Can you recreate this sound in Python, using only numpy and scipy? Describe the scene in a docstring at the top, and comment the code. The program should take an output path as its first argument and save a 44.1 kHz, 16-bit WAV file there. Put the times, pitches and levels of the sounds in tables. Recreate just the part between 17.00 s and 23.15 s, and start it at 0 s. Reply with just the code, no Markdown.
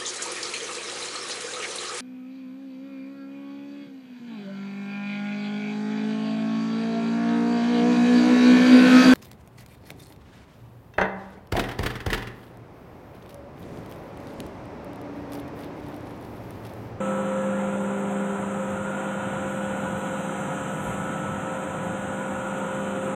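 """Inside the cabinet of a screw compressor

A screw air compressor runs steadily; the microphone moves nearer to and farther from its oil filter.
Rotor lobes and cooling fan hum, the motor whines and its inverter sings faintly: all sums of sine tones.
Air rushes and hisses as shaped noise with sliding reflections, and rings in bands that swell and fade.
Level curves make the main tones swell and fade, as on a way through the cabinet's standing waves."""
import sys
import numpy as np
from scipy import signal
from scipy.fft import rfft, irfft
from scipy.io import wavfile
from scipy.ndimage import uniform_filter1d, map_coordinates

SR = 44100
rng = np.random.default_rng(int(sys.argv[2]) if len(sys.argv) > 2 else 0)


def pcm_store(signal):
    """Save signal as 16-bit PCM."""
    levels = np.round(np.clip(np.atleast_2d(signal), -1, 1) * 32767)
    wavfile.write(sys.argv[1], SR, levels.astype(np.int16).T)


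N = 271215
T = np.arange(N) / SR  # seconds
HZ = np.fft.rfftfreq(N, 1 / SR)

# The microphone's changing nearness to the oil filter: away, close, a little back, close again.
# Each row: time in seconds, travel towards the filter in metres.
PATH = [(0, 0.17), (.8, 0), (2.3, 0.18), (3.4, 0.3), (4.3, 0.19), (5, 0.2), (6.15, 0.27)]


def gain_of(db):
    """Decibels to amplitude."""
    return 10 ** (np.asarray(db) / 20)


def evened(x):
    """Scales to rms 1."""
    return x / np.sqrt(np.mean(x ** 2) + 1e-20)


def curve(rows):
    """The second column of a timed table, joined by straight lines sample by sample."""
    s, values = np.transpose(rows)
    return np.interp(T, s, values)


def along_path(start_db, db_per_m):
    """Level in dB of a broad source, which grows with the microphone's travel towards the filter."""
    return start_db + db_per_m * curve(PATH)


def shape(points):
    """A spectrum in dB, joined on a log-frequency axis."""
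    hz, db = np.transpose(points)
    return np.interp(np.log(HZ + 1), np.log(hz), db, right=-100)


def resonances(rows):
    """Peaks in dB that a set of resonances adds to a spectrum."""
    return sum(db / (1 + (2 * (HZ - hz) / width) ** 2) for hz, width, db in rows)


def above(edge_hz):
    """A smooth crossover: 0 well below the edge, 1 well above it."""
    return 1 / (1 + np.exp(-(HZ - edge_hz) / 300))


def noise(db):
    """Turbulence of rms 1 with the given spectrum."""
    return evened(irfft(rfft(rng.standard_normal(N)) * gain_of(db), N))


def drift(rate_hz, size=2048):
    """Slow chance of rms 1, up to about the given rate."""
    s = np.linspace(0, T[-1], size)
    smooth = np.exp(-(np.fft.rfftfreq(size, s[1]) / rate_hz) ** 2)
    coarse = evened(irfft(rfft(rng.standard_normal(size)) * smooth))
    return np.interp(T, s, coarse)


def tone(hz, db, clock, scatter, rate_hz):
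    """A machine tone: a steady direct part plus reflections whose sum keeps changing."""
    angle = 2 * np.pi * (hz * clock + rng.random())
    in_step = (np.sqrt(2) + scatter * drift(rate_hz)) * np.cos(angle)
    out_of_step = scatter * drift(rate_hz) * np.sin(angle)
    return gain_of(db) * (in_step + out_of_step) / np.sqrt(1 + scatter ** 2)


def swell(middle_s, length_s):
    """A smooth rise and fall in amplitude; its power is down to 1/e at the ends of the length."""
    return np.exp(-2 * ((T - middle_s) / length_s) ** 2)


def swells(rows, base_db):
    """Amplitude of a steady flow with smooth puffs on top, added as powers."""
    puffs = sum((gain_of(db) * swell(s, length)) ** 2 for s, length, db in rows)
    return np.sqrt(gain_of(base_db) ** 2 + puffs)


def churned(x, middles_hz, depth_db, rate_hz):
    """Eddies of different sizes swell and ebb independently, each in its own band."""
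    spectrum = rfft(x)
    bands = 0
    for corner in np.eye(len(middles_hz)):
        weight = np.interp(HZ, middles_hz, corner)  # overlapping triangles that add up to 1
        bands = bands + irfft(spectrum * weight, N) * gain_of(depth_db * drift(rate_hz))
    return evened(bands) * np.std(x)


def off_walls(x, path_ms, echo, count=6):
    """Reflections from panels on all sides comb the sound; the combs slide as the microphone moves."""
    sound_m_per_s = 343
    travel_s = uniform_filter1d(curve(PATH), SR // 2, mode="nearest") / sound_m_per_s
    out = x
    for direction in np.linspace(0, np.pi, count):
        delay_s = path_ms / 1000 * rng.uniform(0.2994, 2) + 2 * np.cos(direction) * travel_s
        out = out + echo * map_coordinates(x, [np.arange(N) - delay_s * SR], order=3, mode="grid-wrap")
    return evened(out)


def screw(clock):
    """Each rotor lobe lets out one puff of air: a clean harmonic hum."""
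    lobe_hz = 198.65
    # The lobe hum across its standing waves. Each row: time in seconds, level in dB.
    lobe_level = [(0, -31), (.22, -30), (.37, -32), (.5, -28), (.75, -29.5), (1, -29.5), (1.25, -28.5),
                  (1.55, -32), (2.35, -35), (2.6, -32), (2.8, -37), (3.2, -35), (3.5, -41), (3.8, -36),
                  (4.03, -40.5), (4.25, -37), (4.6, -39.5), (4.95, -36), (5.4, -39), (5.6, -36),
                  (6.15, -34)]
    # The octave of the hum. Each row: time in seconds, level in dB.
    octave_level = [(0, -43), (.7, -42), (1, -37), (1.35, -39), (1.6, -43.5), (1.75, -44), (2.1, -50.5),
                    (2.8, -51.5), (5.45, -52.5), (5.9, -41.5), (6.15, -40.5)]
    # Weaker harmonics. Each row: multiple of the lobe rate, level in dB.
    lobe_orders = [(3, -50), (4, -52), (5, -49), (8, -67)]
    hum = tone(lobe_hz, curve(lobe_level), clock, scatter=0.13, rate_hz=3.7)
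    hum += tone(2 * lobe_hz, curve(octave_level), clock, scatter=0.046, rate_hz=3)
    for k, db in lobe_orders:
        hum += tone(round(k) * lobe_hz, db, clock, scatter=0.27, rate_hz=2.2)
    return hum


def fan(clock):
    """The blades chop uneven air, so their tones flutter."""
    blade_hz = 175.92
    # The drone, at three times the blade rate. Each row: time in seconds, level in dB.
    blade_level = [(0.0, -29), (0.25, -31.5), (0.45, -28), (1.05, -38), (1.2, -34), (1.35, -41),
                   (1.6, -33.5), (1.8, -37), (2.55, -35.5), (3.95, -40), (4.9, -37.2), (5.05, -38),
                   (6.15, -32.5)]
    # Weaker harmonics. Each row: multiple of the blade rate, level in dB.
    fan_orders = [(1, -45.5), (2, -48.5), (4, -52), (7, -55.5)]
    drone = tone(3 * blade_hz, curve(blade_level), clock, scatter=0.14, rate_hz=10)
    for k, db in fan_orders:
        drone += tone(round(k) * blade_hz, db, clock, scatter=0.4, rate_hz=4)
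    return drone


def motor(clock):
    """Magnetic whine over the many faint tones of the running gear."""
    # Pitches of the whine, then of two stronger tones of the running gear, in Hz.
    motor_hz = [1279.3, 1314.2, 1406.9, 1464.3, 3368.6, 4018.6]
    # One level curve for each pitch; short waves set crests and troughs close together.
    # Each row: time in seconds, level in dB.
    motor_1 = [(0.0, -55), (1.1, -70), (1.55, -44.5), (2.3, -51.6), (2.4, -69), (2.95, -47), (3.6, -45),
               (4.4, -65.6), (4.6, -52.3), (5.25, -52), (5.4, -47), (6.15, -50)]
    motor_2 = [(0.0, -36), (0.85, -49), (1.6, -46.1), (1.8, -58), (2.35, -47.5), (2.6, -45), (2.7, -66),
               (3.0, -42.5), (3.4, -69), (3.65, -47.5), (4.25, -39), (4.85, -46.5), (5.05, -54),
               (5.35, -47), (5.65, -50), (6.15, -42)]
    motor_3 = [(0.0, -59), (0.65, -47), (0.75, -43), (1.55, -59), (1.9, -41), (2.25, -48.5), (3.45, -48),
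               (3.6, -59), (3.9, -49), (4.65, -58), (5.45, -42.5), (6.15, -47)]
    motor_4 = [(0.0, -59), (0.65, -65), (1.35, -49), (1.5, -56), (2.0, -43.5), (3.15, -43.5), (3.4, -58),
               (3.65, -43), (4.7, -47.5), (5.6, -41.5), (6.15, -52)]
    motor_5 = [(0, -72), (1.6, -77), (2.2, -67), (2.85, -62), (3.4, -67), (4.4, -68), (5.2, -74),
               (5.8, -66), (6.15, -70)]
    motor_6 = [(0, -72), (.25, -67), (.7, -84), (1.9, -76), (2.6, -71.5), (3.2, -69), (3.6, -77),
               (4.8, -74), (5.3, -82), (6.15, -72)]
    # Shafts, bearings and panels. Each row: frequency in Hz, level in dB before the path's change.
    side_tones = [(248.3, -54), (263.8, -55.2), (300.1, -53.5), (538.3, -52.6), (573.3, -55.9),
                  (695.1, -56.7), (734.8, -54.1), (816.2, -54.6), (917.9, -55.2), (1222, -55.5),
                  (1337.1, -57.7), (1372.1, -55.7), (1685, -58.5), (1759, -68.4), (1776.5, -63.5),
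                  (1835.7, -67.0), (1869.4, -68.5), (1962.9, -70.0), (2206.5, -69), (2571.2, -70.3),
                  (3483.7, -74.5), (3555, -75.5), (3669.4, -71.5), (3740.7, -77.0), (3924.4, -75.5),
                  (3938.6, -79.5), (3969.5, -78.8), (4067.1, -80.8)]
    whine = 0
    for hz, rows in zip(motor_hz, [motor_1, motor_2, motor_3, motor_4, motor_5, motor_6]):
        whine = whine + tone(hz, curve(rows), clock, scatter=0.12, rate_hz=2.5)
    gear_db = along_path(start_db=-1.2, db_per_m=4)
    gear = sum(tone(hz, db + gear_db, clock, scatter=0.71, rate_hz=1.1) for hz, db in side_tones)
    return whine + gear


def inverter():
    """Switching tones sit on both sides of the carrier's multiples; three of them stand out."""
    carrier_hz, drive_hz = 3005.0, 44.52
    # The three strongest. Each row: multiple of the carrier, offset in multiples of the drive frequency.
    strong_sidebands = [(1, 1), (1, 3), (2, 2)]
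    # One level curve for each of them. Each row: time in seconds, level in dB.
    sideband_1 = [(0.0, -59), (0.65, -67), (1.05, -68), (1.3, -75), (2.15, -58), (5.6, -65), (5.9, -54.5),
                  (6.15, -70.9)]
    sideband_2 = [(0.0, -79), (1.35, -60.5), (1.85, -73.9), (2.0, -63.5), (3.15, -67), (3.35, -59.5),
                  (5.6, -62.5), (6.15, -68)]
    sideband_3 = [(0.0, -79), (0.4, -66.5), (1.05, -87), (2.4, -70.3), (2.75, -95.6), (3.05, -70),
                  (3.25, -62.5), (5.35, -74.5), (5.55, -66), (6.15, -78.8)]
    # The weaker ones. Each row: multiple of the carrier, offset in multiples of the drive frequency,
    # level in dB before the path's change.
    sidebands = [(1, -3, -65.5), (1, -1, -77.5), (1, 5, -81.5), (1, 9, -69.5), (2, -2, -74.5),
                 (2, 0, -84.5), (2, 4, -85), (3, -9, -76.5), (3, -7, -69.5), (3, -5, -76.5), (3, -1, -84),
                 (3, 1, -79.5), (3, 7, -85.5), (4, -8, -88), (4, -2, -88.5)]
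    singing = 0
    for (k, m), rows in zip(strong_sidebands, [sideband_1, sideband_2, sideband_3]):
        singing = singing + tone(k * carrier_hz + m * drive_hz, curve(rows), T, scatter=0.15, rate_hz=3.2)
    reach_db = along_path(start_db=-5, db_per_m=16)
    for k, m, db in sidebands:
        hz = round(k) * carrier_hz + round(m) * drive_hz
        singing = singing + tone(hz, db + reach_db, T, scatter=0.55, rate_hz=1.4)
    return singing


def buffeting():
    """Puffs of cooling air buffet the microphone over a fainter draught."""
    # Each row: frequency in Hz, relative density in dB per Hz.
    buffet_spectrum = [(20, -26), (36, -22), (50, -9.5), (62, -5), (76, -6), (95, 5.5), (125, 0), (200, -5),
                       (400, -47.5)]
    # Puffs. Each row: middle in seconds, length in seconds, level in dB before the flutter.
    gusts = [(.66, 0.13, -45.5), (1.45, 0.11, -45), (1.75, 0.21, -44), (2.36, .22, -43), (2.66, .16, -42.5),
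             (2.95, .12, -42), (3.62, 0.089, -46.5), (3.92, 0.28, -39.5), (4.35, .15, -42),
             (4.8, 0.28, -43.5), (5.05, .2, -47.5), (5.4, 0.13, -44), (5.8, .25, -50)]
    flutter_db = 1.2 * drift(rate_hz=10)
    return noise(shape(buffet_spectrum)) * swells(gusts, base_db=-52.5) * gain_of(flutter_db)


def rumble():
    """Cooling air rumbles, and each band of the rumble churns on its own."""
    # Each row: frequency in Hz, relative density in dB per Hz.
    rumble_spectrum = [(30, -46), (75, -21), (100, -11.5), (135, -2), (170, 2), (215, -4.5), (300, -1),
                       (400, -16), (700, -36.5)]
    # Middles of the churning bands, in Hz.
    eddy_hz = [100, 160, 236, 348]
    flow = churned(noise(shape(rumble_spectrum)), eddy_hz, depth_db=1.0, rate_hz=16)
    return flow * gain_of(along_path(start_db=-41.5, db_per_m=11.8))


def air_rush():
    """Cooling air rushes between ringing panels; its upper part has a level of its own."""
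    # Each row: frequency in Hz, relative density in dB per Hz.
    rush_spectrum = [(80, -32), (180, -1.5), (320, 0.5), (430, -1), (520, -0.5), (640, -1), (780, -0.5),
                     (960, -1), (1070, -4), (1250, -4), (1450, -2), (1560, -7.5), (2000, -11), (2600, -12),
                     (2950, -16), (3500, -19.5), (4100, -27.5), (5200, -49)]
    # Ringing cabinet panels. Each row: frequency in Hz, width in Hz, change of the spectrum in dB.
    panels = [(240, 13, 2), (493, 28, 3), (531, 20, 2.5), (735, 30, 1), (830, 33, 1.5), (890, 24, 3.5),
              (968, 31, 5), (1155, 27, -0.5), (1320, 36, 2.5), (1388, 50, 5.5), (1490, 36, 2),
              (1645, 44, 2.5), (2790, 82, 1)]
    # The upper rush, shaded by filter and pipes. Each row: time in seconds, relative level in dB.
    upper_level = [(0, -.6), (.5, -1), (.85, -2), (1.4, -3), (2.1, -0.5), (2.45, -0.8), (3.25, -0.5),
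                   (3.55, -0.5), (3.85, 0.5), (4.5, -1.5), (5.3, -1.5), (5.85, 0.7), (6.15, 0)]
    rush = off_walls(noise(shape(rush_spectrum) + resonances(panels)), path_ms=8, echo=0.13)
    upper = irfft(rfft(rush) * above(2400), N)
    lower = rush - upper
    rush_db = along_path(start_db=-35.5, db_per_m=3.3) + 0.5 * drift(rate_hz=11)
    return (lower + upper * gain_of(curve(upper_level))) * gain_of(rush_db)


def pipes():
    """Compressed air hisses in the pipes; the very top of the hiss flickers in patches."""
    # The hiss. Each row: frequency in Hz, relative density in dB per Hz.
    hiss_spectrum = [(4000, -36.5), (5600, -23.5), (6150, -11.5), (6500, -5.5), (7500, 0), (8600, -1.2),
                     (9000, -7.5), (9300, -17.5), (10100, -13), (11300, -21.5), (12000, -19), (13000, -20),
                     (14000, -32.5), (15400, -22.5)]
    # Resonances of the pipes. Each row: frequency in Hz, width in Hz, change of the spectrum in dB.
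    pipe_modes = [(5850, 130, 5), (6480, 240, 3), (7350, 260, 2.5), (8010, 200, 2.5), (10200, 200, 1.5)]
    # Level of the hiss before its flicker. Each row: time in seconds, level in dB.
    hiss_level = [(0, -51), (.7, -52), (1.3, -51.5), (2.15, -51), (2.5, -50), (2.8, -50), (3.05, -49.5),
                  (3.55, -49), (3.87, -49), (4.25, -50.5), (5, -50.5), (6.15, -50)]
    # A thin, higher hiss. Each row: frequency in Hz, relative density in dB per Hz.
    spurt_spectrum = [(7000, -13), (9500, -9), (10500, -3), (11050, -4), (11400, -14), (12400, -3),
                      (14000, -9.5), (15500, -10)]
    # Its spurts. Each row: middle in seconds, length in seconds, level in dB before the flicker.
    spurts = [(2.55, .35, -69.5), (3.03, .26, -62.5), (3.4, .26, -65.5), (3.87, .42, -63.5),
              (3.85, .09, -61)]
    # Middles of the flickering bands, in Hz.
    flicker_hz = [10500, 11500, 12500, 13500, 14300, 15100]
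    top = above(11200)
    hiss = off_walls(noise(shape(hiss_spectrum) + resonances(pipe_modes)), path_ms=3, echo=0.15)
    spectrum = rfft(hiss)
    reach = gain_of(curve(hiss_level) + 0.35 * drift(rate_hz=22))
    body = reach * irfft(spectrum * (1 - top), N)
    thin = reach * irfft(spectrum * top, N)
    thin = thin + noise(shape(spurt_spectrum)) * swells(spurts, base_db=-71.5)
    thin = churned(thin, flicker_hz, depth_db=2, rate_hz=30)
    return body + thin * gain_of(1.4 * drift(rate_hz=34) - 0.5)


def ringing_air():
    """Short and long swells of ringing air, each in its own low, middle or high band."""
    # Each row: middle in seconds, length in seconds, level in dB, frequency in Hz, width in Hz.
    ringing_bands = [(3.7, 1.7, -42, 152.4, 58), (3.45, 1.2, -51, 820, 260), (3.2, .6, -63.5, 3830, 600),
                     (3.55, 3, -48, 738, 50), (0.44, 0.29, -50, 1680, 50), (0.13, 0.33, -49, 1140, 50),
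                     (5.8, .35, -49.5, 1160, 50)]
    ringing = 0
    for s, length, db, hz, width in ringing_bands:
        band_db = -40 * np.log10(1 + (2 * (HZ - hz) / width) ** 2)
        ringing = ringing + noise(band_db) * gain_of(db) * swell(s, length)
    return ringing


def whistle():
    """With the thin hiss at its height comes a breathy whistle that sinks: noise bands on a gliding tone."""
    # One row: middle in seconds, length in seconds, level in dB, pitch in Hz, glide in Hz per second,
    # width in Hz.
    whistle_row = (3.91, 0.2, -59, 10780, -2200, 750)
    s, length, db, hz, hz_per_s, width_hz = whistle_row
    pitch = hz + hz_per_s * np.clip(T - s, -length, length)
    angle = 2 * np.pi * np.cumsum(pitch) / SR
    band_db = -20 * np.log10(1 + (2 * HZ / width_hz) ** 2)
    breath = noise(band_db) * np.cos(angle) + noise(band_db) * np.sin(angle)
    return breath * gain_of(db) * swell(s, length)


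def scene():
    """All rotating parts share one slight unsteadiness of speed; the inverter keeps exact time."""
    clock = T + np.cumsum(0.00025 * drift(rate_hz=2.76)) / SR
    machine = screw(clock) + fan(clock) + motor(clock) + inverter()
    air = buffeting() + rumble() + air_rush() + pipes() + ringing_air() + whistle()
    return (machine + air)[None]


def record(dry):
    """The recorder has a deep notch in the upper mids, steeper on its low side; then the band limit."""
    notch_hz, edge_hz = 4620, 15560
    soft_ends = signal.windows.tukey(N, .002)
    notch_width = np.where(HZ < notch_hz, 300, 480)
    notch_db = -30 * np.exp(-((HZ - notch_hz) / notch_width) ** 2)
    coloured = irfft(rfft(dry * soft_ends) * gain_of(notch_db), N)
    low_pass = signal.firwin(1023, edge_hz, window=("kaiser", 9), fs=SR)
    return signal.oaconvolve(coloured, low_pass[None], "same")


dry = scene()
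out = record(dry)
pcm_store(out)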